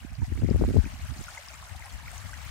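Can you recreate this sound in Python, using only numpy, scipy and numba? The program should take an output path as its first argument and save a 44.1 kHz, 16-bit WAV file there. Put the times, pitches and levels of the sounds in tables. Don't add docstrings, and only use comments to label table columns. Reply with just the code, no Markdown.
import sys
import numpy as np
from scipy import signal
from scipy.io import wavfile
from scipy.ndimage import uniform_filter1d
from numba import njit

SR = 44100
rng = np.random.default_rng(int(sys.argv[2]) if len(sys.argv) > 2 else 0)


def elevation(decibels):
    levels = np.asarray(decibels, float)
    return 10 ** (levels / 20)


def wav_record(signal):
    frames = np.transpose(np.atleast_2d(signal))
    bounded = np.clip(frames, -1, 1)
    quanta = np.round(bounded * 32767).astype(np.int16)
    wavfile.write(sys.argv[1], SR, quanta)


N = 110250

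# peak_s, length_s, level_db
BUFFETS_LEFT = [(.024, 0.031, -47), (.124, 0.016, -37), (.233, 0.021, -24), (.29, 0.019, -27),
                (.329, 0.012, -16), (.446, 0.018, -13.5), (.514, 0.14, -20.5), (.555, 0.014, -17),
                (.632, 0.019, -15.5), (.68, 0.24, -30), (.772, 0.025, -11), (.796, 0.011, -4.5),
                (.86, 0.024, -27), (.918, 0.046, -38), (1.04, 0.037, -29), (1.18, 0.14, -46),
                (1.52, 0.063, -53), (1.608, 0.057, -49), (1.725, 0.021, -32), (1.765, 0.016, -33.5),
                (1.822, 0.025, -40), (1.945, 0.046, -33), (2.06, 0.16, -48), (2.17, 0.11, -43),
                (2.261, 0.019, -33), (2.32, 0.078, -39.5), (2.391, 0.049, -43.5), (2.468, 0.1, -37)]
BUFFETS_RIGHT = [(.053, 0.082, -39), (.129, 0.025, -30), (.201, 0.032, -26.5), (.233, 0.014, -16.5),
                 (.31, 0.061, -35), (.364, 0.014, -20.5), (.4, 0.0084, -17), (.431, 0.043, -26.5),
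                 (.514, 0.017, -25), (.56, 0.052, -24), (.6, 0.019, -21.5), (.66, 0.031, -19),
                 (.72, 0.083, -23.5), (.864, 0.019, -45), (.94, 0.062, -38), (1.001, 0.073, -37.5),
                 (1.111, 0.039, -26.5), (1.208, 0.031, -28), (1.31, 0.058, -49), (1.636, 0.029, -45),
                 (1.797, 0.1, -50), (1.971, 0.039, -43), (2.074, 0.052, -44), (2.39, 0.092, -64),
                 (2.49, 0.027, -52)]
# time_s, peak_db, width_ms
KICKS_LEFT = [(0.2238, -38, 1.4), (0.238, -53, 0.93), (0.3032, -40, 1.5), (0.3151, -44, 1.2),
              (0.323, -22.5, 1.24), (0.4207, -22.5, 0.39), (0.424, -23, 0.86), (0.4462, -15, 1.0),
              (0.457, -28.5, 1.4), (.478, -27, 1.5), (.4887, -13.5, 0.57), (.494, -17.5, 0.53),
              (0.511, -8, 1.2), (0.5132, -8, 1.04), (0.5208, -21.5, 0.78), (0.541, -29, 1.1),
              (0.5466, -14.5, 0.62), (0.5599, -14.5, 0.48), (0.5985, -23, 2.3), (0.6092, -28, 0.47),
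              (.613, -11, 0.46), (0.6206, -7.5, 0.75), (0.624, -17, 0.72), (0.7378, -26, 1.3),
              (.745, -15, 0.65), (0.756, -18, .8), (0.7612, -10.5, .8), (0.764, -11.5, 0.63),
              (.7687, -8, 0.44), (.7787, -24, 0.64), (0.7887, -17, 1.1), (0.828, -45, 1.2),
              (0.8357, -43, 1.3), (0.842, -28.5, 1.7), (0.9126, -57, 1.2), (1.2019, -43, 1.2),
              (1.93, -50.5, 2.2), (1.54, -50.5, 1.8), (2.029, -48, 1.5)]
KICKS_RIGHT = [(0.049, -28.5, 1.55), (0.1206, -43, 1.5), (0.2002, -38, 2), (0.2189, -31, 1.1),
               (0.2306, -28.5, 1.4), (0.3548, -33, 1.2), (0.3748, -33, 0.63), (.3796, -29, 1),
               (0.3904, -30.5, 1.2), (0.3982, -30, 1.1), (0.423, -27, 1.9), (0.4335, -19.5, 0.43),
               (.459, -29, 0.9), (.553, -31, 1.6), (.612, -21.5, 1.3), (0.6283, -18, 1),
               (0.6389, -6.5, 0.27), (.6487, -16.5, 0.42), (0.6814, -15.5, 1.26), (0.6898, -14, 0.63),
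               (0.7, -19.5, .9), (0.7077, -16.5, 0.68), (0.718, -25, 1.1), (0.74, -23, 0.61),
               (0.8622, -25.5, 1.6), (.874, -33.5, 1.4), (0.9402, -39, 2.6), (.9774, -48, 2.3),
               (1.116, -41, 1.2), (1.1238, -36, 1.9), (1.1652, -38, 1.5), (1.177, -41, 1.3),
               (1.2048, -39, 1.4), (1.2108, -31.5, 0.99), (2.361, -47, 1.3), (2.445, -51, 1.1)]
BREEZE_DB = [-47.5, -53.5]
# start_s, peak_db, pitch_hz
PLOPS = [(0.464, -30.5, 2110), (0.843, -29, 1510), (0.854, -31.5, 2290), (1.016, -37, 1860),
         (1.03, -36, 2680), (1.282, -33, 1405), (1.294, -34, 1657), (1.348, -32, 2180), (1.372, -39, 890),
         (1.389, -40.5, 574), (1.505, -44.5, 620), (1.626, -36, 1070), (1.747, -39, 772),
         (1.797, -41.5, 880), (1.822, -34, 2050), (1.85, -41, 835), (2.06, -33.5, 2150),
         (2.08, -26.5, 2200), (2.332, -30.5, 1530), (2.41, -40, 1920), (.004, -41, 2730), (.066, -41, 1500),
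         (0.089, -41, 1610), (0.121, -48, 1500), (.124, -47, 725), (.218, -39.5, 890), (.245, -43, 720),
         (.245, -44, 1850), (.277, -47, 1920), (0.324, -33.5, 1830), (.375, -35, 2130),
         (1.375, -32.5, 2070), (1.518, -50, 2170), (1.633, -40, 1320), (1.671, -39.5, 1390),
         (1.862, -38.5, 770), (1.88, -38.5, 1030), (1.924, -47, 972), (1.999, -38, 990),
         (2.072, -37.5, 1370), (2.083, -34, 1890), (2.128, -41, 707), (2.248, -41, 645), (2.29, -38, 1150),
         (2.339, -35, 1880)]
# start_s, peak_db, pitch_hz
TICKS = [(0.354, -39.5, 9150), (.567, -39, 10300), (0.702, -47.5, 4850), (.852, -50, 6060),
         (.99, -47, 5200), (1.051, -44, 8520), (1.172, -40, 5600), (1.203, -44, 5870), (1.24, -39, 6600),
         (1.33, -38.5, 8630), (1.381, -42, 6330), (1.4852, -38, 5231), (1.541, -41.5, 7050),
         (1.692, -44.5, 8240), (1.797, -38.5, 9400), (1.858, -36.5, 8600), (2.144, -49, 8500),
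         (2.18, -39.5, 6290), (2.45, -42, 14300), (0.1526, -44, 4510), (0.4807, -52, 5830),
         (0.502, -44, 4940), (0.892, -58, 6170), (.9428, -55, 6000), (.9707, -58, 5660),
         (1.0181, -45, 7000), (1.3493, -43, 7700), (1.46, -51.5, 6140), (2.077, -42, 14000),
         (2.1157, -42.5, 8300), (2.3406, -42, 5740)]
# time_s, level_db, extra_fizz_db
WASH = [
    (0, -56, -0.5),
    (.5, -53, 0.5),
    (.8, -49.5, 0.5),
    (1.1, -50.5, 0.5),
    (1.24, -49.5, 4),
    (1.4, -50, 1),
    (2.0, -51, 0),
    (2.3, -51, 0.5),
    (2.5, -48, -1),
]
# pitch_hz, density_db (per Hz)
WASH_COLOUR = [(400, -17), (611, -6), (1710, -2), (2300, -2), (3370, -10.5), (7580, -11.5), (12500, -20.5),
               (15700, -18)]
# pitch_hz, share (0-1)
LIKENESS = [(300, 0.86), (700, 1), (1400, 0.26), (7000, 0)]
# pitch_hz, lean_db
LEAN = [(600, 4), (1300, 0), (2400, 2), (4400, 2), (8100, 5.5), (15000, 3.5)]

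PORT_CUT_HZ, PORT_Q = 53.5, 0.83
RUMBLE_TOP_HZ, EVENNESS = 71.5, 0.86
FLUTTER_DB, FLUTTER_LOW_HZ, FLUTTER_TOP_HZ = -17, 125, 258
FLUTTER_LUMP_DB, LUMP_HZ = 4, 40.7
KICK_HZ, KICK_CUT_HZ = 231.5, 110
LAG_S, LAG_SPREAD_S = 0.00008, 0.0002476
OVERLOAD = 0.75


def rms_one(x):
    return x / np.sqrt(np.mean(x ** 2, axis=-1, keepdims=True) + 1e-20)


def low_pass(x, hz, order):
    return signal.sosfilt(signal.butter(order, hz, fs=SR, output="sos"), x)


def high_pass(x, hz, order):
    return signal.sosfilt(signal.butter(order, hz, "high", fs=SR, output="sos"), x)


def band_pass(x, low_hz, high_hz):
    return signal.sosfilt(signal.butter(2, [low_hz, high_hz], "band", fs=SR, output="sos"), x)


def at_hz(points, hz):
    table_hz, value = np.transpose(points)
    return np.interp(np.log(hz), np.log(table_hz), value)


def drift(rate_hz):
    r = np.exp(-80 * np.pi * rate_hz / SR)
    slow = signal.lfilter([1], [1, -2 * r, r * r], rng.standard_normal(N // 40 + 1002))[1000:]
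    return np.interp(np.arange(N) / 40, np.arange(len(slow)), rms_one(slow))


def swell(peak_s, length_s):
    late = (np.arange(N) / SR - peak_s) / length_s
    return np.exp(-4 * np.log(2) * (late * np.where(late < 0, 1.5, 0.85)) ** 2)


def evened(x, share):
    envelope = uniform_filter1d(np.abs(signal.hilbert(x)), size=201)
    return rms_one(x / (envelope + 0.0064 * x.std()) ** share)


def port_cut(x):
    corner = 2 * np.pi * PORT_CUT_HZ
    b, a = signal.bilinear([1, 0, 0], [1, corner / PORT_Q, corner ** 2], SR)
    return signal.lfilter(b, a, x)


def buffet_rumble(level):
    rumble = port_cut(low_pass(rng.standard_normal(N), RUMBLE_TOP_HZ, order=3))
    return low_pass(evened(rumble, EVENNESS) * level, 254, order=3)


def flutter(level):
    lumps = rms_one(low_pass(rng.standard_normal(N), LUMP_HZ, order=2))
    eddies = rms_one(band_pass(rng.standard_normal(N), FLUTTER_LOW_HZ, FLUTTER_TOP_HZ))
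    gain = elevation(FLUTTER_DB + FLUTTER_LUMP_DB * lumps) * level ** 1.104
    return low_pass(gain * eddies, 0.99 * FLUTTER_TOP_HZ, order=2)


def pressure_kicks(kicks):
    blows = np.zeros(N)
    for (s, db, width_ms), turn in zip(kicks, rng.random(len(kicks))):
        near = np.arange(int((s - 0.02) * SR), int((s + 0.02) * SR))
        late = near / SR - s
        hump = 1 / np.cosh(1000 * late / width_ms)
        blows[near] += elevation(db + 3.0) * np.cos(2 * np.pi * (KICK_HZ * late + turn)) * hump
    return high_pass(blows, KICK_CUT_HZ, order=2)


def wind(buffets, kicks, breeze_db):
    level = elevation(breeze_db + 2 * drift(3.1))
    for s, length_s, db in buffets:
        level = level + elevation(db) * swell(s - 0.012, length_s)
    return port_cut(buffet_rumble(level) + flutter(level) + pressure_kicks(kicks))


@njit
def add_bubbles(out, start, lag, hz, gain, lean, cycles, rise, sr):
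    for k in range(len(start)):
        for c in range(2):
            g = gain[k] * (lean[k] if c == 0 else 1 / lean[k])
            first = start[k] + c * lag[k]
            last = min(int(first + cycles[k] * sr / hz[k]), out.shape[1])
            for i in range(int(first) + 1, last):
                if i >= 0:
                    n = (i - first) * hz[k] / sr
                    envelope = (1 - np.exp(-n / 2.5)) * np.exp(-6.9 * n / cycles[k])
                    out[c, i] += g * envelope * np.sin(2 * np.pi * n * (1 + rise[k] * n / cycles[k]))


def bubbles(s, db, hz, cycles, rise, lag_spread_s):
    out = np.zeros((2, N))
    u = rng.standard_normal((len(s), 4))
    lean = elevation(at_hz(LEAN, hz) / 2 + u[:, 0])
    lag = (LAG_S + lag_spread_s * u[:, 1]) * SR
    own_cycles = cycles * np.exp(0.33 * u[:, 2])
    own_rise = rise * np.exp(0.25 * u[:, 3])
    add_bubbles(out, s * SR, lag, hz, elevation(db), lean, own_cycles, own_rise, float(SR))
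    return out


def plops():
    s, db, hz = np.transpose(PLOPS)
    cycles = 22 * (hz / 1500) ** 0.13
    return bubbles(s, db + 5, hz * 0.984, cycles, rise=0.11, lag_spread_s=LAG_SPREAD_S / 10)


def foam_ticks():
    s, db, hz = np.transpose(TICKS)
    ticks = bubbles(s, db + 16, hz, cycles=15.7, rise=0.044, lag_spread_s=LAG_SPREAD_S)
    return ticks * elevation([[1.5], [-5.5]])


def swarm(wash_db, count, low_hz, high_hz, level_db, spread_db, cycles, rise, clump_db, clumps_per_s):
    u = rng.random((count, 3))
    s = u[:, 0] * N / SR
    hz = low_hz * (high_hz / low_hz) ** u[:, 1]
    size_db = -spread_db * np.log(np.maximum(u[:, 2], 0.03))
    moment_db = (wash_db + clump_db * drift(clumps_per_s))[(s * SR).astype(int)]
    colour_db = at_hz(WASH_COLOUR, hz) + 10 * np.log10(hz / 1000)
    return bubbles(s, level_db + moment_db + colour_db + size_db, hz, cycles, rise, LAG_SPREAD_S)


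def gurgle(wash_db):
    return swarm(wash_db, count=2600, low_hz=548.3, high_hz=3354, level_db=2.0, spread_db=3.0,
                 cycles=29.1, rise=0.291, clump_db=1.1, clumps_per_s=11.0)


def fizz(fizz_db):
    return swarm(fizz_db, count=4000, low_hz=3355, high_hz=13900, level_db=12.0, spread_db=2.5,
                 cycles=13.37, rise=0.08, clump_db=1.5, clumps_per_s=68.0)


def hiss(patchy_db):
    out, together = 0, drift(6)
    edges = 280 * 2 ** np.arange(0, 6.1, 0.5)
    white = rng.standard_normal((2, 2, N))
    for k, (low, high) in enumerate(zip(edges, edges[1:])):
        mid, side = band_pass(white[k % 2], low, high)
        hz = np.sqrt(low * high)
        alike = at_hz(LIKENESS, hz)
        flicker_db = patchy_db * (0.69 * together + drift(28))
        lean_db = at_hz(LEAN, hz) * np.array([[0.5], [-0.5]])
        stereo = np.sqrt(1 + alike) * mid + np.sqrt(1 - alike) * side * [[1], [-1]]
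        out = out + elevation(at_hz(WASH_COLOUR, hz) + flicker_db + lean_db) * stereo
    return out / out.std()


def water():
    s, db, extra_db = np.transpose(WASH)
    t = np.arange(N) / SR
    wash_db = np.interp(t, s, db)
    fizz_db = wash_db + np.interp(t, s, extra_db)
    far_wash = elevation(wash_db - 0.2) * hiss(patchy_db=2.0)
    return plops() + foam_ticks() + gurgle(wash_db) + fizz(fizz_db) + far_wash


def scene():
    left = wind(BUFFETS_LEFT, KICKS_LEFT, BREEZE_DB[0])
    right = wind(BUFFETS_RIGHT, KICKS_RIGHT, BREEZE_DB[1])
    return np.array([left, right]) + water()


def top_cut(x):
    return signal.sosfilt(signal.butter(12, 15800, fs=SR, output="sos"), x)


def record(dry):
    band = high_pass(dry, 38, order=5)
    rounded = OVERLOAD * np.tanh(band / OVERLOAD)
    mix = signal.sosfilt(signal.ellip(10, 0.5, 70, 15750, fs=SR, output="sos"), rounded)
    return top_cut(mix)


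dry = scene()
out = record(dry)
wav_record(out)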